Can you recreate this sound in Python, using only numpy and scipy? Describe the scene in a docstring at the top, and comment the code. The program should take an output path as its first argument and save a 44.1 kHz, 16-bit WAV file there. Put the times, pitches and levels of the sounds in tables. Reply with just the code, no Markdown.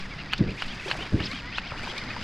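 """Fishing reel by a lake

A spinning reel is cranked against a hooked fish, close to a body-worn camera on a calm lake shore.
The gears whirr up and down with the handle: wavering tones plus rasping noise. Short pulses make five knocks.
Filtered pulses and fading noise make two soft bumps on the camera.
Small rising tones and noise make faint splashes, over a rumble of low noise."""
import sys
import numpy as np
from scipy import signal
from scipy.fft import rfft, irfft, next_fast_len
from scipy.io import wavfile
from scipy.ndimage import uniform_filter1d, map_coordinates

SR = 44100
rng = np.random.default_rng(int(sys.argv[2]) if len(sys.argv) > 2 else 0)


def log_audio(samples):
    """Write samples as a 16-bit WAV file to the path given in sys.argv[1]."""
    # one column per channel
    frames = np.atleast_2d(samples).T
    # limit to full scale, then quantise
    limited = np.clip(frames, -1, 1)
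    pcm = np.round(limited * 32767).astype(np.int16)
    wavfile.write(sys.argv[1], SR, pcm)


N = 98607

# Every ..._COLOUR table is the tone colour of a sound: frequency_hz, level_db
# Tooth rate of the gears, slow and fast with each push on the handle: start_s, tooth_rate_hz
CRANK = [(0, 4900), (.025, 2400), (.075, 1600), (.115, 2350), (.155, 1950), (.198, 2950), (.225, 2350),
         (.275, 1830), (.315, 2750), (.337, 4900), (.352, 2600), (.373, 3600), (.392, 2300), (.465, 1630),
         (.508, 2950), (.54, 1600), (.575, 2150), (.625, 5400), (.648, 2400), (.715, 3350), (.765, 1650),
         (.8, 2750), (.822, 1850), (.885, 3300), (.915, 4750), (.945, 1600), (1.025, 3200), (1.055, 2750),
         (1.085, 1850), (1.16, 1550), (1.215, 2500), (1.26, 5500), (1.285, 2000), (1.32, 2200),
         (1.35, 3250), (1.385, 3200), (1.42, 1850), (1.505, 2080), (1.545, 2950), (1.583, 4450),
         (1.607, 1650), (1.682, 3300), (1.75, 1200), (1.79, 3050), (1.815, 1650), (1.862, 3000),
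         (1.91, 3400), (1.937, 1700), (1.995, 2500), (2.045, 1680), (2.113, 2600), (2.152, 1500),
         (2.21, 2200), (2.236, 3400)]
# Tones of the whine: multiple (of an eighth of the tooth rate), level_db
GEAR_TONES = [(2, -10), (4, -5), (5, -8), (6, -4), (7, -12), (8, 0), (9.5, -11), (12, -13), (14, -15)]
# How strongly the reel housing passes each pitch of the whine: frequency_hz, level_db
HOUSING = [(400, -2.5), (1500, -2), (2400, 3.5), (3200, 1.5), (3800, 2), (4500, 1.5), (5200, 1.5),
           (6000, -4), (9000, -18), (15000, -48)]
# Loudness of the gears under the pull of the fish: start_s, level_db
LOAD = [(0, -42), (.45, -42.5), (.83, -40.5), (1.32, -39), (1.45, -41.5), (2.23, -37.5)]
RASP_COLOUR = [(200, -16.5), (600, -3), (1100, -1), (1600, 2.5), (2400, 0), (3100, -2), (4450, -4.5),
               (4900, -0.5), (5400, -10.5), (6200, -17), (9000, -36), (15000, -50)]
# Loudness of the high hiss: start_s, level_db
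SPRAY = [(0, -59), (.2, -66.5), (.45, -67.5), (.6, -55.5), (.78, -58.5), (.87, -48.5), (1.1, -60),
         (1.33, -54), (1.48, -70), (1.65, -67), (1.851, -55), (2.1, -62), (2.23, -57)]
SPRAY_COLOUR = [(3000, 4.5), (6000, 11.5), (7500, 7), (10000, -2), (13000, -10.5), (15500, -46)]
# Splashes that swell and fade: middle_s, half_length_s, level_db
SPLASHES = [(.89, 0.018, -43), (.98, 0.052, -40.5), (1.73, 0.014, -39.5), (1.88, 0.062, -44.5),
            (2.05, 0.1, -51.5)]
SPLASH_COLOUR = [(150, 4), (400, -8), (900, -3.5), (1600, -7), (15000, -56)]
# Single plops of water: start_s, pitch_hz, level_db
PLOPS = [(.86, 370, -28), (.96, 655, -39), (.991, 670, -33), (1.008, 403, -31), (1.335, 255, -31),
         (1.738, 910, -31.5), (1.771, 290, -35), (1.795, 1430, -29.5), (1.858, 1090, -32.5),
         (1.875, 920, -27), (1.935, 452, -37), (2.066, 237, -35), (2.166, 920, -25.5)]
RUMBLE_COLOUR = [(15, -3), (32, -1), (60, -6), (120, -6), (190, -5.5), (300, -13.5), (500, -24),
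                 (1200, -26.5), (5000, -59), (15000, -93)]
# Slow sways of the camera mount: middle_s, half_length_s, level_db
SWAYS = [(.03, 0.068, -38.5), (.37, 0.021, -34.5), (.67, 0.026, -33.5), (1.6, 0.019, -35)]
SWAY_COLOUR = [(12, 10), (33, -7), (55, 7.5), (120, -56), (1000, -100)]
# Pulses that make up the two bumps on the camera: start_s, level_db, shudder_level_db
BUMPS = [(.394, -21, -29.5), (.405, -13, -36), (0.4103, -7.5, -25.5), (0.468, -36, -28.5),
         (1.126, -44, -23), (1.137, -27, -32), (1.1427, -9, -33), (1.205, -24, -31.5)]
BUMP_COLOUR = [(20, -17.5), (55, -8.5), (85, 1.5), (120, 5.5), (155, -2.5), (200, -3), (255, -7),
               (315, -1.5), (450, -29), (700, -32), (3000, -100)]
SHUDDER_COLOUR = [(25, 2), (120, 1.5), (200, 2.5), (330, -2.5), (500, -9), (750, -20.5), (2000, -86)]
# Knocks of play in the reel: start_s, level_db, brightness_db_per_octave, whine_tail_level_db
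KNOCKS = [(.3345, -10, 0, -30), (.622, -11, -.3, -38), (.9129, -10.5, .5, -35), (1.2027, -19.5, -2.5, -55),
          (1.5832, -10, -1, -41)]
KNOCK_COLOUR = [(200, -40), (450, -19), (750, -8), (1500, -.5), (2050, -6.5), (2400, -2.5), (2870, 4),
                (3500, -16), (4100, -11), (5500, -31), (9000, -37), (15000, -66)]
# Light ticks of the line: start_s, level_db
TICKS = [(.3795, -35), (.68, -40), (1.3135, -35), (1.978, -30.5)]
TICK_COLOUR = [(800, 2), (2500, -11), (4000, 12.5), (5300, 1), (6500, -7.5), (12000, -26), (16000, -48)]
# Stereo width of the noises once the image is fully open: frequency_hz, side_over_mid_db
WIDTH = [(100, -35.5), (350, -24.5), (700, -17.5), (2800, -14.5), (5500, -3.5), (10000, -0.5), (14000, 5)]
# Level of the stereo difference over time: start_s, level_db
OPENING = [(0, -33), (.82, -37), (.96, -14.5), (1.85, -0.5)]
# Share of the middle that leans to the left: frequency_hz, level_db
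LEAN = [(100, -55), (600, -16), (2000, -30), (3200, -18)]

# A T60 is the time in seconds to fade by 60 dB
MID_SPEED_HZ = 2500  # tooth rate from which octaves of speed are counted
JITTER, FLUTTER_DB = .028, 5  # random wavering in pitch (share) and level
WHINE_DB, WHINE_GROWS_DB = -4, 4  # level over the load, growth per octave of speed
RASP_DB, RASP_GROWS_DB, RASP_GRAIN_DB = -2, 2.5, 2.5  # the same for the rasp, and its roughness
RASP_BRIGHTENS_DB, RASP_TREBLE_HZ = 1, 3700  # extra treble gain per octave of speed
SLACK_DB, SLACK_OCT_PER_S = 10, 120  # the teeth fully unload when slowing this fast
BUBBLE_HZ, BUBBLE_CYCLES, BUBBLE_DB = 698, 2.03, -1.5  # middle pitch, life in cycles, level
CRACKLE_HZ, CRACKLE_CYCLES, CRACKLE_DB = 1100, .8, 1  # the same for the droplets
BUBBLE_SPREAD, BUBBLE_RISE = 0.607, 0.011  # random spread of pitch (log scale), upward bend
WASH_DB, RUMBLE_DB = -3.5, -41
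SHUDDER_T60, BUMP_TOP_HZ = 0.38, 1100
SMEAR_HZ, SMEAR_WIDTH_HZ = 2030, 2200  # the rod delays this band of each knock
REBOUND_S, REBOUND_DB = .004, -20  # delay and level after the knock
RATTLE_DB, RATTLE_T60 = -15, 0.025
CLATTER_DB, CLATTER_S = -26, 0.0085  # loose parts chatter just before and after each knock
TAIL_HZ, TAIL_T60 = 4490, 0.05  # high tone that fades after each knock
TICK_T60 = 0.059
TOP_HZ = 15400  # the camera keeps nothing above this


def amp(db):
    """Turn decibels into a gain."""
    return 10 ** (np.asarray(db) / 20)


def unit(x):
    """Scale a sound to an average (rms) strength of 1."""
    return x / np.sqrt(np.mean(x ** 2) + 1e-20)


def clock():
    """Give the time of every sample in seconds."""
    return np.arange(N) / SR


def over_time(points):
    """Join (time, value) points with straight lines."""
    return np.interp(clock(), *np.transpose(points))


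def along(points, hz):
    """Join (frequency, value) points on a logarithmic frequency axis."""
    f, v = np.transpose(points)
    return np.interp(np.log(hz + 1), np.log(f + 1), v)


def wobble(rate):
    """Draw a smooth random curve through this many random points a second."""
    knots = rng.standard_normal(int(N * rate / SR) + 4)
    return map_coordinates(knots, [clock() * rate])


def filtered(x, response):
    """Multiply each frequency of a sound by a response."""
    size = next_fast_len(N + SR // 2)
    gains = response(np.fft.rfftfreq(size, 1 / SR))
    return irfft(rfft(x, size) * gains, size)[..., :N]


def noise(colour):
    """Make coloured stereo noise of rms 1, wider in the treble."""
    def response(hz):
        return amp(along(colour, hz)) * np.array([np.ones_like(hz), amp(along(WIDTH, hz))])

    mid, side = filtered(rng.standard_normal((2, N)), response)
    return unit(np.array([mid + side, mid - side]))


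def blow(colour, size=8192):
    """Make a pulse of this colour and peak 1 that starts as promptly as it can (minimum phase)."""
    cepstrum = irfft(np.log(amp(along(colour, np.fft.rfftfreq(size, 1 / SR)))))
    # folding the second half onto the first moves all the sound after the start
    cepstrum[1:size // 2] *= 2
    cepstrum[size // 2 + 1:] = 0
    pulse = irfft(np.exp(rfft(cepstrum)))[:size // 2]
    return pulse / np.abs(pulse).max()


def struck(hits, pulse):
    """Place the pulse at every (time, level)."""
    train = np.zeros(N)
    for s, db in hits:
        train[round(s * SR)] += amp(db)
    return signal.fftconvolve(train, pulse)[:N]


def decays(hits, t60):
    """Make a loudness curve that jumps at every (time, level) and dies away."""
    t = clock()
    power = sum((t >= s) * amp(db - 60 * np.abs(t - s) / t60) ** 2 for s, db in hits)
    return np.sqrt(power)


def swells(rows):
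    """Make a loudness curve of bell-shaped rises (middle, half length, level)."""
    return sum(amp(db) * np.exp(-.5 * ((clock() - s) / half) ** 2) for s, half, db in rows)


def tooth_rate():
    """The handle speeds up and slows with each push; the rotor's inertia rounds the turns."""
    return uniform_filter1d(over_time(CRANK), size=500)


def gear_whine(hz):
    """Meshing teeth sound wavering tones tied to the tooth rate, shaped by the housing."""
    whine = np.zeros(N)
    for eighths, db in GEAR_TONES:
        pitch = eighths / 8 * hz
        phase = 2 * np.pi * np.cumsum(pitch * (1 + JITTER * wobble(1500))) / SR
        level = db + along(HOUSING, pitch) + FLUTTER_DB * np.minimum(wobble(130), 1)
        whine += amp(level) * np.sin(phase)
    # all the tones also waver together, slowly and quickly
    return whine * amp(2.5 * np.minimum(wobble(45), 1.2) + 2.5 * np.minimum(wobble(600), 1))


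def gear_rasp(octaves):
    """The teeth rasp as grainy noise whose treble grows with speed."""
    rasp = unit(noise(RASP_COLOUR) * amp(RASP_GRAIN_DB * wobble(500)))
    treble = filtered(rasp, lambda f: 1 - 1 / (1 + (f / RASP_TREBLE_HZ) ** 8))
    return rasp + (amp(RASP_BRIGHTENS_DB * octaves) - 1) * treble


def gears():
    """Whine and rasp grow with load and speed; the whine softens as the handle slows."""
    hz = tooth_rate()
    octaves = np.log2(hz / MID_SPEED_HZ)
    slack = np.clip(-np.gradient(octaves) * SR / SLACK_OCT_PER_S, 0, 1)
    whine = amp(WHINE_DB + WHINE_GROWS_DB * octaves - SLACK_DB * slack) * gear_whine(hz)
    rasp = amp(RASP_DB + RASP_GROWS_DB * octaves) * gear_rasp(octaves)
    return amp(over_time(LOAD)) * (whine + rasp)


def bubbles(rows, cycles):
    """Each bubble (time, pitch, level) rings for a few cycles and rises in pitch."""
    out, t = np.zeros(N + SR), np.arange(SR // 10) / SR
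    for s, hz, db in rows:
        age = hz * t / cycles
        envelope = 2 * amp(db) * np.sqrt(age) * np.exp(-age)
        tone = np.sin(2 * np.pi * hz * t * (1 + BUBBLE_RISE * age))
        out[int(s * SR):][:len(t)] += envelope * tone
    return out[:N]


def swarm(hz, cycles, count):
    """Many bubbles of random time, pitch and level mix into a sound of rms 1."""
    times = rng.uniform(0, N / SR, count)
    draws = rng.standard_normal((count, 2))
    rows = [(s, hz * np.exp(BUBBLE_SPREAD * pitch), 3 * size) for s, (pitch, size) in zip(times, draws)]
    return unit(bubbles(rows, cycles))


def water():
    """Bubbles and crackling droplets splash on a wash of noise, with single plops and a high hiss."""
    hiss = amp(over_time(SPRAY) + 2.2 * wobble(140)) * noise(SPRAY_COLOUR)
    bubbling = amp(BUBBLE_DB) * swarm(BUBBLE_HZ, BUBBLE_CYCLES, count=160)
    droplets = amp(CRACKLE_DB) * swarm(CRACKLE_HZ, CRACKLE_CYCLES, count=380)
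    wash = amp(WASH_DB) * noise(SPLASH_COLOUR)
    return hiss + swells(SPLASHES) * (bubbling + droplets + wash) + bubbles(PLOPS, BUBBLE_CYCLES)


def rumble():
    """A low outdoor rumble of noise drifts slightly in level."""
    return amp(RUMBLE_DB + 1.1 * wobble(10.3)) * noise(RUMBLE_COLOUR)


def handling():
    """The camera mount sways slowly and takes dull bumps, each with a fading shudder."""
    sway = swells(SWAYS) * noise(SWAY_COLOUR)
    thud = struck([(s, db) for s, db, _ in BUMPS], -blow(BUMP_COLOUR))
    fading = uniform_filter1d(decays([(s, db) for s, _, db in BUMPS], SHUDDER_T60), size=600)
    shudder = fading * noise(SHUDDER_COLOUR)
    lowpass = signal.butter(2, BUMP_TOP_HZ, fs=SR, output="sos")
    return signal.sosfilt(lowpass, thud + shudder + sway)


def knock(s, db, tilt_db):
    """One dry knock has its own brightness, a rebound, and a brief rattle and clatter."""
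    colour = [(hz, level + tilt_db * np.log2(hz / SMEAR_HZ)) for hz, level in KNOCK_COLOUR]

    def rod_delay(hz):
        # an all-pass filter: it delays a band but leaves its strength alone
        pole = SMEAR_HZ ** 2 - hz ** 2 + 1j * hz * SMEAR_WIDTH_HZ
        return np.conj(pole) / pole

    pulse = filtered(blow(colour), rod_delay)
    hits = [(s, db), (s + REBOUND_S, db + REBOUND_DB + rng.normal(0, 2))]
    clatter = swells([(s, CLATTER_S, db + CLATTER_DB)]) * amp(FLUTTER_DB * wobble(600))
    rattle = amp(RATTLE_DB) * decays([(s, db)], RATTLE_T60)
    return struck(hits, pulse / np.abs(pulse).max()) + (rattle + clatter) * noise(colour)


def whine_tail():
    """A short wavering high tone fades after each knock, probably the whine at its peak."""
    phase = 2 * np.pi * np.cumsum(TAIL_HZ * (1 + JITTER * wobble(1500))) / SR
    return decays([(s, tail_db) for s, _, _, tail_db in KNOCKS], TAIL_T60) * np.sin(phase)


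def line_ticks():
    """The line ticks lightly: short bursts of noise that die away."""
    return uniform_filter1d(decays(TICKS, TICK_T60), size=80) * noise(TICK_COLOUR)


def knocks():
    """Play in the reel closes with knocks, each trailed by a short high tone; the line ticks."""
    dry_knocks = sum(knock(s, db, tilt_db) for s, db, tilt_db, _ in KNOCKS)
    return dry_knocks + whine_tail() + line_ticks()


def scene():
    """Add the reel, the lake, the rumble and the touches on the camera."""
    return gears() + water() + rumble() + handling() + knocks()


def record(dry):
    """The image opens from nearly mono to narrow stereo, and the camera cuts the highest treble."""
    mid, side = (dry[0] + dry[1]) / 2, (dry[0] - dry[1]) / 2
    leaning = filtered(mid, lambda hz: amp(along(LEAN, hz)))
    side = (side + leaning) * amp(over_time(OPENING))
    return filtered(np.array([mid + side, mid - side]), lambda hz: hz < TOP_HZ)


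dry = scene()
out = record(dry)
log_audio(out)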